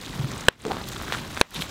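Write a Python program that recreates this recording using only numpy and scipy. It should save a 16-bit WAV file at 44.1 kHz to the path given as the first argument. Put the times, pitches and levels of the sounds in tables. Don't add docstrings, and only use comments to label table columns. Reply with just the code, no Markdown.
import sys
import numpy as np
from scipy import signal
from scipy.io import wavfile

SR = 44100
rng = np.random.default_rng(int(sys.argv[2]) if len(sys.argv) > 2 else 0)


def generate_wav(sig):
    pcm = np.round(np.clip(np.atleast_2d(sig).T, -1, 1) * 32767).astype(np.int16)
    wavfile.write(sys.argv[1], SR, pcm)


def invert_db(level):
    return 10 ** (np.asarray(level, dtype=float) / 20)


N = 74970


def rms_one(x):
    return x / np.sqrt(np.mean(x ** 2) + 1e-20)


def drift(rate_hz):
    r = np.exp(-80 * np.pi * rate_hz / SR)
    white = rng.standard_normal(N // 40 + 2002)
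    slow = signal.lfilter([1], [1, -2 * r, r * r], white)[2000:]
    return np.interp(np.arange(N) / 40, np.arange(len(slow)), rms_one(slow))


def ring(x, hz, width_hz):
    r = np.exp(-np.pi * max(width_hz, 10) / SR)
    w = 2 * np.pi * min(hz, .45 * SR) / SR
    return signal.lfilter([0, np.sin(w)], [1, -2 * r * np.cos(w), r * r], x + 1e-18)


def band(x, hz, width_hz):
    high = np.sqrt(hz ** 2 + width_hz ** 2 / 4) + width_hz / 2
    low = hz ** 2 / high
    sos = signal.butter(2, [low, min(high, .45 * SR)], "band", fs=SR, output="sos")
    return signal.sosfilt(sos, x + 1e-18)


def add(out, s, piece):
    i = int(s * SR)
    out[i:i + len(piece)] += piece[:N - i]


def grains(count, per_s, spread_db):
    sizes = invert_db(spread_db * np.minimum(rng.exponential(1, count), 4))
    signs = rng.choice([-1, 1], count)
    return sizes * signs * (rng.random(count) < per_s / SR)


def flicker_noise(spectrum, shared_db, own_db, rate_hz):
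    hz, level_db = np.transpose(spectrum)
    edges = hz[0] * 2 ** np.arange(0, np.log2(hz[-1] / hz[0]) + .3, 1 / 3)
    together = drift(rate_hz)
    white = rng.standard_normal((2, N + 4000))
    out = 0
    for k, (low, high) in enumerate(zip(edges, edges[1:])):
        sos = signal.butter(2, [low, high], "band", fs=SR, output="sos")
        noise = signal.sosfilt(sos, white[k % 2])[-N:]
        gain_db = np.interp(np.log(low * high) / 2, np.log(hz), level_db)
        gain_db = gain_db + shared_db * together + own_db * drift(rate_hz / 2)
        out = out + invert_db(gain_db) * noise
    return rms_one(out)


# f/Hz, level/dB per Hz
FLAME_TONE = [(20, -14), (45, -4), (90, -3), (160, -2.5), (300, -6.5), (450, -13), (700, -19)]


def flame_rumble():
    return invert_db(-41.5) * flicker_noise(FLAME_TONE, shared_db=1.5, own_db=-0.2, rate_hz=6.3)


# f/Hz, level/dB per Hz
STEAM_TONE = [(500, 6), (800, -2), (1500, 0.5), (2600, -1), (4700, -2.5), (7500, -7), (10000, -16),
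              (16000, -12.5)]


def steam_hiss():
    return invert_db(-39.5 - 7.0) * flicker_noise(STEAM_TONE, shared_db=2.25, own_db=0.74, rate_hz=42.0)


def ember_ticks():
    clicks = grains(N, 1200 * invert_db(3.0 * drift(8.0)), 2.8)
    pitches = np.geomspace(900, 9500, 14)
    dealt = rng.integers(0, 14, N)
    out = np.zeros(N)
    for k, hz in enumerate(pitches):
        weight = invert_db(-5.5 * np.log2(hz))
        out += weight * band(clicks * (dealt == k), hz, hz / 3.0)
    return invert_db(-45) * rms_one(out)


# t/s, hiss level/dB, rumble level/dB
VIGOUR = [
    (0, 1.5, 0),
    (.25, 3, 6),
    (.47, 2, 3.5),
    (.7, 1, 4.5),
    (.9, 3.5, 1.5),
    (1.1, 3.5, 5.5),
    (1.3, 1.5, 1),
    (1.501, 8.5, 2.5),
    (1.7, 0.5, 0.5),
]


def fire():
    t = np.arange(N) / SR
    s, hiss_db, rumble_db = np.transpose(VIGOUR)
    hiss = (steam_hiss() + ember_ticks()) * invert_db(np.interp(t, s, hiss_db))
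    rumble = flame_rumble() * invert_db(np.interp(t, s, rumble_db))
    return hiss + rumble


# t/s, peak level/dB, f/Hz, width/Hz
SPITS = [(0.0136, -28, 4860, 4970), (0.0621, -23, 4250, 3020), (0.3164, -26.5, 5900, 3020),
         (0.378, -28.5, 7100, 2500), (0.4088, -25, 6200, 3000), (0.456, -35, 6900, 2500),
         (.619, -30, 7200, 2500), (0.651, -32.5, 6840, 4000), (.666, -27.5, 5500, 3500),
         (.7172, -31, 4030, 1500), (.84, -28.5, 3150, 1500), (.887, -25.5, 12100, 6000),
         (.887, -26, 6050, 3030), (0.9606, -32, 3330, 1000), (1.0232, -32, 8400, 8000),
         (1.1227, -34.5, 13300, 5100), (1.146, -31, 7200, 3000), (1.278, -36, 6000, 6050),
         (1.3972, -27, 11000, 9000), (1.405, -23.5, 7140, 2500), (1.507, -23, 8500, 8000),
         (1.5454, -26, 8000, 8000), (1.5683, -27.5, 3700, 3020), (1.585, -40, 5500, 2500)]


def sap_spits():
    out, t = np.zeros(N), np.arange(600) / SR
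    t60_s = 0.013
    for s, db, hz, width_hz in SPITS:
        white = rng.standard_normal(len(t))
        piece = band(white * invert_db(-60 * t / t60_s), hz, width_hz)
        add(out, s, invert_db(db) * piece / np.abs(piece).max())
    return out


# t/s, length/s, level/dB, f/Hz, width/Hz
SHUFFLES = [(.15, 0.017, -34.5, 119, 60.5), (0.185, 0.022, -23, 137, 40.6), (.228, 0.039, -27.5, 144, 61.5),
            (.275, 0.032, -36.5, 192, 120), (.647, 0.0086, -28, 214, 200), (0.653, 0.017, -27, 444, 149),
            (0.669, 0.044, -32.5, 325, 300), (0.699, 0.024, -29, 790, 199), (0.716, 0.11, -40.5, 900, 900),
            (0.899, 0.04, -46.5, 7050, 3000), (1.065, 0.048, -38, 1400, 600),
            (1.123, 0.039, -32.5, 1430, 750), (1.118, 0.032, -36, 3080, 1480),
            (1.162, 0.046, -41, 2500, 2500), (1.366, 0.014, -39.5, 1730, 1730),
            (1.529, 0.049, -37, 3240, 1500), (1.538, 0.017, -45, 10600, 7000),
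            (1.575, 0.031, -34.5, 200, 156), (1.606, 0.009, -35, 3700, 2500),
            (1.614, 0.013, -30.5, 3060, 1900), (1.602, 0.037, -46.5, 9100, 8000)]


def gravel_shuffles():
    out = np.zeros(N)
    contacts_per_s, spread_db = 1400, 4.5
    grit = 0.26
    for s, length_s, db, hz, width_hz in SHUFFLES:
        t = np.arange(SR // 8) / SR / length_s
        swell = np.clip(np.minimum(t / 0.28, (1.15 - t) / 0.49), 0, 1)
        touch = grains(len(t), contacts_per_s, spread_db) * swell
        piece = band(touch, hz, width_hz)
        if hz > 400:
            piece = piece + grit * band(touch, hz, 4 * width_hz)
        level = np.sqrt(np.sum(piece ** 2) / (length_s * SR))
        add(out, s, invert_db(db) * piece / level)
    return out


# t/s, peak level/dB, f/Hz, ring/cycles, polarity/sign
SNAPS = [(0.141, -31, 1410, 1.4, 1), (.245, -21.5, 1600, 1.5, 1), (.652, -13.5, 1100, 1.1, -1),
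         (0.7129, -15.5, 1100, 1.1, -1), (.7178, -10.5, 850, 1.3, -1), (0.732, -23, 1000, 1.5, -1),
         (0.7689, -17.5, 900, 1.4, -1), (0.8148, -23, 970, 2.2, 1), (1.015, -19.5, 1560, 1.9, 1),
         (1.1238, -7, 1510, 0.87, 1), (1.17, -22, 900, 1.7, 1), (1.249, -26, 2000, 1.6, 1),
         (1.3681, -18.5, 1900, 2, -1), (1.3741, -13, 1700, 2.2, 1), (1.396, -24, 1300, 1.5, 1),
         (1.622, -15.5, 2980, 3.5, -1)]


def dull_snaps():
    out, click = np.zeros(N), np.eye(1, 600)[0]
    edge_share, edge_hz = 0.65, 3150
    edge = band(click, edge_hz / 3, edge_hz)
    for s, db, hz, cycles, polarity in SNAPS:
        body = ring(click, hz, 1.53 * hz / max(cycles, .5))
        piece = body / body.max() + edge_share * edge / edge.max()
        piece = band(piece, 1120, 4400)
        add(out, s, invert_db(db) * np.sign(polarity) * piece / piece.max())
    return out


POP_TIMES = [.48428, 1.41308]
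# level/dB, ground echo delay/s, echo share/ratio
POPS = [
    (12, 0.001793, 0.45),
    (13, .0013, 0.11),
]
# f/Hz, width/Hz, level/dB
LOG_MODES = [
    [(518, 87, 0), (900, 350, 2.5), (245, 140, -9), (1500, 345, 5.5), (3000, 127, 7.5), (4000, 117, -1.5),
     (5220, 610, -12.5), (7870, 820, -5), (10400, 1400, -20)],
    [(575, 203, 2.5), (1100, 510, 3.5), (1586, 280, -1.5), (2500, 310, 4.5), (4096, 620, 0),
     (5750, 810, -4), (8910, 370, -6), (12000, 3900, -34)],
]


def log_pops():
    out, t = np.zeros(N), np.arange(SR // 8) / SR
    echo_cut = signal.butter(2, 6200, fs=SR)
    tail_cut = signal.butter(3, 2600, fs=SR)
    tail_db, tail_t60_s = -33, .2
    for s, (db, delay_s, share), modes in zip(POP_TIMES, POPS, LOG_MODES):
        body = np.zeros(len(t))
        for hz, width_hz, level_db in modes:
            body += invert_db(level_db) * width_hz * ring(t == 0, hz, width_hz)
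        echo = share * signal.lfilter(*echo_cut, body)
        add(body, delay_s, echo[:-int(delay_s * SR)])
        tail = rms_one(signal.lfilter(*tail_cut, rng.standard_normal(len(t))))
        tail = invert_db(tail_db - 60 * t / tail_t60_s) * tail * np.minimum(t / 0.002, 1)
        add(out, s, invert_db(db) * (body / np.abs(body).max() + tail))
    return out


def scene():
    return (fire() + sap_spits() + gravel_shuffles() + dull_snaps() + log_pops())[None]


# depth/dB, hold/s, release/s
DUCKS = [
    (19, 0.08, 0.085),
    (20, 0.07, 0.059),
]


def gain_duck():
    t, duck_db = np.arange(N) / SR, 0
    delay_s, attack_s, knee_s, knee_share = .0025, .005, 0.013, 0.74
    for s, (depth_db, hold_s, release_s) in zip(POP_TIMES, DUCKS):
        corners = s + np.cumsum([delay_s, attack_s, hold_s, knee_s, release_s])
        depths = [0, depth_db, depth_db, knee_share * depth_db, 0]
        duck_db = duck_db - np.interp(t, corners, depths)
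    return invert_db(duck_db)


def band_limit(x):
    return signal.sosfilt(signal.butter(12, 16170, fs=SR, output="sos"), x)


def record(dry):
    port = 0.41 * band(dry, 3675, 1330)
    x = np.clip((dry + port) * gain_duck(), -1, 1)
    x = signal.sosfilt(signal.cheby2(10, 40, 16400, fs=SR, output="sos"), x)
    return band_limit(x)


dry = scene()
out = record(dry)
generate_wav(out)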